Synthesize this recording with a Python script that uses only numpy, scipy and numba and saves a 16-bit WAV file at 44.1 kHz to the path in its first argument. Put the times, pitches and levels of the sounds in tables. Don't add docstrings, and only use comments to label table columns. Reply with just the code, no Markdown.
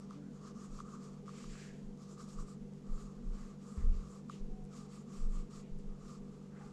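import sys
import numpy as np
from scipy import signal
from scipy.fft import rfft, irfft
from scipy.io import wavfile
from scipy.ndimage import uniform_filter1d
from numba import njit

SR = 44100
rng = np.random.default_rng(int(sys.argv[2]) if len(sys.argv) > 2 else 0)


def voltage_ratio(decibels):
    exponent = np.asarray(decibels, float) / 20
    return 10 ** exponent


def transcribe(u):
    v = np.clip(np.atleast_2d(u).T, -1, 1)
    q = np.round(v * 32767).astype(np.int16)
    wavfile.write(sys.argv[1], SR, q)


N = 296352
TIME = np.arange(N) / SR


def pencil():
    # centre in Hz, width in Hz, level in dB.
    graphite = [(4670, 1920, -2.5), (5840, 900, -2.5), (8400, 1600, -7)]
    paper = [(1710, 1400, 7), (2440, 1840, 10), (3570, 2120, 3)]
    table_top = [(1182, 244, 19), (1450, 390, -26)]
    # time in seconds, pitch in Hz.
    tip_pitch = [(0, 6170), (.6, 6740), (1.2, 6800), (1.4, 7100), (1.75, 6900), (2.0, 6900), (2.5, 7300),
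                 (3.0, 7150), (3.7, 7030), (4.3, 6860), (4.75, 7040), (5.5, 7300), (6.72, 6850)]
    tip_width_hz, tip_db = 2440, 3.0
    hiss_gain, rustle_gain, fine_gain, ring_gain = strokes()

    contact = grit(spread_db=3.0, catch_db=1.35, catch_rate=55.)
    tip_hz = np.interp(TIME, *np.transpose(tip_pitch)) * (1 + 0.03 * walk(12.))
    tip = np.roll(contact, SR // 3)
    for _ in range(2):
        tip = glide(tip, tip_hz, tip_width_hz)
    grains = body(contact, graphite, order=2, patchy_db=2.2) + voltage_ratio(tip_db) * tip
    hiss = level(grains, -0.58) * hiss_gain
    rustle = level(body(contact, paper), -1.14) * rustle_gain
    fine = level(band(contact, 10200.0, 4600.0, order=2), 4.3) * fine_gain

    bumps = grit(spread_db=1.8, catch_db=1.76, catch_rate=90.)
    ring = level(body(bumps, table_top, order=2), -1.0) * ring_gain
    return hiss + rustle + fine + sheet_slides(contact), ring


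def strokes():
    # fastest moment in seconds, speeding up in seconds,
    # slowing down in seconds, hiss level in dB, table ring level in dB.
    first_patch = [
        (.02, .05, 0.063, -72.5, -65.5),
        (.125, 0.044, 0.071, -71.5, -65),
        (.355, 0.032, 0.049, -71.5, -69),
        (.485, 0.093, 0.042, -66.5, -58.5),
        (.645, 0.11, 0.043, -64, -60.5),
        (.78, 0.11, 0.063, -65, -62),
        (.94, 0.11, 0.056, -65.5, -57),
        (1.05, 0.067, 0.063, -66, -60.5),
        (1.14, 0.07, 0.075, -74, -67),
    ]
    quick_patch = [
        (2.03, 0.063, 0.055, -69.5, -69),
        (2.12, 0.055, 0.053, -65.5, -65.5),
        (2.21, 0.043, 0.064, -62, -58.5),
        (2.29, 0.027, .05, -65.5, -67),
        (2.335, .05, 0.041, -64, -65),
        (2.41, .05, 0.043, -62.5, -60),
        (2.495, 0.046, 0.065, -65, -65),
        (2.75, 0.023, .05, -77.5, -76),
    ]
    slow_patch = [
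        (2.95, 0.11, 0.25, -71, -63.5),
        (3.02, 0.066, 0.063, -66, -70),
        (3.27, 0.061, .06, -77, -69),
        (3.39, .09, 0.17, -68, -62.5),
        (3.7, 0.11, 0.19, -67, -64),
        (3.81, .05, 0.09, -75, -64.5),
        (4.0, 0.15, 0.095, -72, -67),
        (4.14, 0.15, 0.078, -67.5, -63),
    ]
    last_patch = [(4.32, 0.044, 0.1, -66.5, -68.5), (4.77, 0.068, .11, -64.5, -61.5),
                  (4.96, 0.083, 0.075, -65.5, -65), (5.16, 0.098, 0.13, -65, -63),
                  (5.35, 0.072, 0.11, -65, -64), (5.56, 0.064, .08, -63, -61),
                  (5.8, 0.017, 0.045, -79, -80), (5.92, .05, 0.086, -93, -70),
                  (6.11, .13, 0.087, -67, -61.5), (6.33, 0.12, 0.21, -79, -70),
                  (6.64, 0.087, .12, -72.5, -65)]
    # strokes, paper rustle and finest grain in dB over the hiss.
    passages = [(first_patch, -10, -17.5), (quick_patch, -11.5, -14),
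                (slow_patch, -10.5, -14), (last_patch, -7.5, -15.5)]
    # time in seconds, effort in dB.
    drag = [
        (1.25, -94),
        (1.28, -68.5),
        (1.34, -67.5),
        (1.38, -63.5),
        (1.5, -64.5),
        (1.58, -64),
        (1.67, -66),
        (1.71, -74),
        (1.9, -101),
    ]
    drag_rustle_db, drag_fine_db = -5, -24
    drag_ring_db, ring_fade_db_per_s = 4, -33
    resting_rustle_db, resting_fine_db = -80, -93
    powers = np.array([[0.66], [0.58], [0.93], [0.47]])

    s, db = np.transpose(drag)
    effort = np.interp(TIME, s, voltage_ratio(db), left=0, right=0)
    fade = voltage_ratio(drag_ring_db + ring_fade_db_per_s * np.clip(TIME - s[0], 0, 1))
    drag_rustle = voltage_ratio(drag_rustle_db) * effort + voltage_ratio(resting_rustle_db)
    drag_fine = voltage_ratio(drag_fine_db) * effort + voltage_ratio(resting_fine_db)
    energy = np.array([effort, drag_rustle, drag_fine, fade * effort]) ** 2
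    for rows, rustle_db, fine_db in passages:
        for s, rise, fall, db, ring_db in rows:
            near = slice(max(int((s - rise) * SR), 0), int((s + fall) * SR))
            speed = np.interp(TIME[near], [s - rise, s, s + fall], [0, 1, 0])
            peaks = voltage_ratio(np.array([[db], [db + rustle_db], [db + fine_db], [ring_db]]))
            energy[:, near] += (peaks * speed ** powers) ** 2
    return np.sqrt(energy)


def grit(spread_db, catch_db, catch_rate):
    unevenness = np.minimum(rng.exponential(size=N), 4)
    clicks = rng.standard_normal(N) * voltage_ratio(spread_db * unevenness)
    return clicks * voltage_ratio(catch_db * walk(catch_rate))


@njit
def glide(x, hz, width):
    out, band_state, low_state = np.empty(len(x)), 0., 0.
    for i in range(len(x)):
        g = np.tan(np.pi * hz[i] / SR)
        damping = width / hz[i]
        v = (band_state + g * (x[i] - low_state)) / (1 + g * (g + damping))
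        band_state = 2 * v - band_state
        low_state = low_state + 2 * g * v
        out[i] = damping * v
    return out


def sheet_slides(contact):
    # start in seconds, length in seconds, hollow in Hz, width in Hz, level in dB.
    slides = [(1.493, 0.38, 1730, 490, -63.5), (1.513, 0.31, 2160, 900, -66.5),
              (1.33, .14, 2100, 1600, -68.5), (6.58, 0.16, 820, 78, -65.5), (6.5, 0.28, 1430, 900, -67),
              (.15, 0.26, 1460, 380, -74), (3.85, .3, 2400, 1200, -78), (5.1, .15, 2500, 1500, -79),
              (4.285, 0.14, 3000, 2100, -67.5), (3.3, 0.34, 1600, 1300, -71.5), (.1, 0.14, 2600, 2800, -72),
              (.775, 0.055, 2600, 2500, -70), (3.75, .14, 1760, 920, -69.5), (5.6, 0.16, 2400, 1600, -76)]
    friction = contact[::-1]
    out = np.zeros(N)
    for s, length, hz, width, db in slides:
        out += swish(s, length) * level(band(friction, hz, width, order=2), db)
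    return out


def swish(start, length):
    skew = .62
    return np.sin(np.pi * np.clip((TIME - start) / length, 0, 1) ** skew) ** 2


def taps():
    # time in seconds, ring level in dB.
    landings = [(0.1082, -41), (0.789, -42), (0.8028, -35.5), (1.28, -41), (1.2915, -42.5), (1.441, -44.5),
                (1.5527, -51), (2.176, -52), (2.387, -49), (2.4064, -49), (2.9785, -48), (4.297, -35)]
    # time in seconds, level in dB,
    # centre in Hz.
    ticks = [(.0003, -51, 8000), (0.108, -51, 5000), (.3311, -65, 6000), (.8022, -47, 5000),
             (1.26, -57, 5000), (1.975, -58, 6040), (2.7362, -60, 6000), (4.297, -49, 4200),
             (4.6424, -57, 9900), (4.652, -55, 7600), (5.789, -55, 7950)]
    knock, click = np.zeros(N), np.zeros(N)
    for s, ring_db in landings:
        knock[int(s * SR)] += voltage_ratio(ring_db + 35.5)
    for s, db, hz in ticks:
        tick = band(signal.unit_impulse(200), hz, 5500., order=2)
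        click[int(s * SR):][:200] += voltage_ratio(db + 15.) * tick
    return click, band(knock, 1184.0, 320.0, order=3)


def thumps():
    # deepest trough in seconds, level in dB, pitch in Hz,
    # rise in seconds, fall in seconds.
    sways = [(0.723, -41.5, 27, .025, 0.061), (1.504, -41.5, 27, 0.047, 0.038),
             (1.87, -43.5, 23, 0.033, 0.055), (2.402, -35, 25, .04, 0.042),
             (2.927, -28.5, 21.5, 0.031, 0.042), (3.287, -32, 29, 0.035, 0.08),
             (3.411, -41.5, 25, 0.033, 0.065), (3.89, -21, 26, 0.052, 0.042),
             (3.972, -31.5, 31, 0.02, 0.04), (4.42, -34, 22.4, 0.014, 0.068),
             (4.525, -34, 23.5, 0.042, 0.017), (4.64, -43, 27, 0.06, 0.016),
             (5.249, -26.5, 21.5, 0.047, 0.088), (5.367, -29.5, 25, 0.059, 0.061),
             (5.728, -35.5, 19.5, 0.015, 0.08), (5.889, -36, 23, 0.04, 0.053)]
    jolts = [
        (.76, -61, 104, .06, 0.056),
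        (3.779, -32, 62, 0.0038, 0.021),
        (3.847, -29.5, 51, 0.0086, 0.007),
        (3.866, -37.5, 69.3, .05, 0.1),
        (3.951, -56, 102.4, 0.08, 0.039),
    ]
    # deepest trough in seconds, level in dB, pitch in Hz.
    fidgets = [(.832, -56, 45), (1.1, -57, 35), (1.205, -57, 22), (1.72, -53, 20), (2.628, -48, 27),
               (3.048, -44.5, 36), (3.189, -47, 28), (4.058, -51, 57), (4.81, -55, 27), (5.58, -50, 18),
               (6.051, -49, 25), (6.212, -48, 23), (6.32, -55, 22), (6.66, -57, 38)]
    fidget_rise_s, fidget_fall_s = .028, 0.04
    small = [(*row, fidget_rise_s, fidget_fall_s) for row in fidgets]
    out = np.zeros(N)
    for s, db, hz, rise, fall in sways + jolts + small:
        near = slice(max(int(s * SR) - SR // 2, 0), int(s * SR) + SR // 2)
        t = TIME[near] - s
        swell = np.exp(-(t / np.where(t < 0, rise, fall)) ** 2)
        out[near] -= voltage_ratio(db) * np.cos(2 * np.pi * hz * t) * swell
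    return out


def creaks():
    # start in seconds, length in seconds, first pitch in Hz, last pitch in Hz, level in dB,
    # octave in dB over the tone.
    groans = [
        (0.101, 0.18, 268.7, 315, -54, -17),
        (0.19, 0.19, 290, 274, -57, -37),
        (4.44, 0.28, 760, 745, -67.5, -26),
        (4.739, 0.214, 820, 778, -73, -28),
    ]
    out = np.zeros(N)
    for s, length, from_hz, to_hz, db, octave_db in groans:
        hz = np.interp(TIME, [s, s + length], [from_hz, to_hz]) * (1 + 0.015 * walk(30.))
        phase = 2 * np.pi * np.cumsum(hz) / SR
        tone = np.sin(phase) + voltage_ratio(octave_db) * np.sin(2 * phase)
        out += voltage_ratio(db + 3.0 + 1.5 * walk(30.)) * arch(s, length) * tone
    return out


def arch(start, length):
    return np.sin(np.pi * np.clip((TIME - start) / length, 0, 1)) ** 2


def room():
    # pitch in Hz, level in dB.
    hum = [(147.7, -57), (196.3, -53.5), (395.8, -72.5), (58.9, -70.5), (118.8, -79), (480.3, -67.5)]
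    # centre in Hz, width in Hz, level in dB.
    cabinet = [(152.1, 26, -64.5), (197.2, 24, -67.5), (216.1, 12.7, -61), (233.6, 18.2, -60.5),
               (413, 82, -65.5), (302, 56, -72), (500.4, 89, -72)]
    # frequency in Hz, level in dB per Hz.
    air_colour = [(12, -46), (20, -4.5), (49, -19), (91, -19), (127, -18), (201, -5), (310, -16),
                  (479, -16.5), (549, -27.5), (646, -22.5), (1210, -31.5), (2320, -44), (7050, -39.5),
                  (10900, -55.5), (13200, -84)]
    out = np.zeros(N)
    for hz, db in hum:
        line = np.sin(2 * np.pi * (hz * TIME + rng.random()))
        out += np.sqrt(2) * voltage_ratio(db + 0.25 * walk(3.01)) * line
    for hz, width, db in cabinet:
        out += level(band(rng.standard_normal(N), hz, width, order=2), db)
    hz, db = np.transpose(air_colour)
    colour = voltage_ratio(np.interp(np.log(np.fft.rfftfreq(N, 1 / SR) + 1), np.log(hz), db))
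    air = irfft(rfft(rng.standard_normal(N)) * colour, N)
    return out + level(air, -59)


def level(x, db):
    return x * voltage_ratio(db) / np.sqrt(np.mean(x ** 2))


def band(x, hz, width, order=1):
    for _ in range(order):
        x = signal.lfilter(*signal.iirpeak(hz, hz / width, fs=SR), x)
    return x


def body(x, modes, order=1, patchy_db=0.):
    out = 0
    for k, (hz, width, db) in enumerate(modes):
        gain = voltage_ratio(db + patchy_db * walk(14.))
        out = out + (-1) ** k * gain * band(x, hz, width, order=order)
    return out


def walk(rate):
    k = int(SR / rate)
    return uniform_filter1d(np.repeat(rng.standard_normal(N // k + 1), k), k)[:N]


def step_down(x, hz, db):
    low = signal.sosfiltfilt(signal.butter(10, hz, fs=SR, output="sos"), x)
    return low + voltage_ratio(db) * (x - low)


def top_gate(x):
    edge_hz, shut_share, window_s = 12650, .92, .03
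    top = x - signal.sosfiltfilt(signal.ellip(8, .1, 60, edge_hz, fs=SR, output="sos"), x)
    high = signal.sosfiltfilt(signal.butter(6, edge_hz, "high", fs=SR, output="sos"), top)
    power = uniform_filter1d(high ** 2, int(window_s * SR))
    shut = uniform_filter1d(1. * (power < np.quantile(power, shut_share)), SR // 100)
    return x - shut * top


def scene():
    ceiling_s, ceiling_db = .00744, -7
    scratch, ring = pencil()
    click, knock = taps()
    airborne = scratch + click
    echo = np.roll(band(airborne, 7500., 2870.0), int(ceiling_s * SR))
    mix = airborne + voltage_ratio(ceiling_db) * echo + ring + knock + thumps() + creaks() + room()
    return mix[None]


def roll_off(x):
    return signal.sosfilt(signal.butter(12, 13310, fs=SR, output="sos"), x)


def record(dry):
    # edge in Hz, level above it in dB.
    mic_steps = [(8800, -3.5), (11600, -5.5)]
    mic = dry
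    for hz, db in mic_steps:
        mic = step_down(mic, hz, db)
    mic = mic + level(band(rng.standard_normal(N), 12400.0, 4400.0, order=2), -97)
    mic = top_gate(step_down(mic, 13300, -1))
    return roll_off(mic)


dry = scene()
out = record(dry)
transcribe(out)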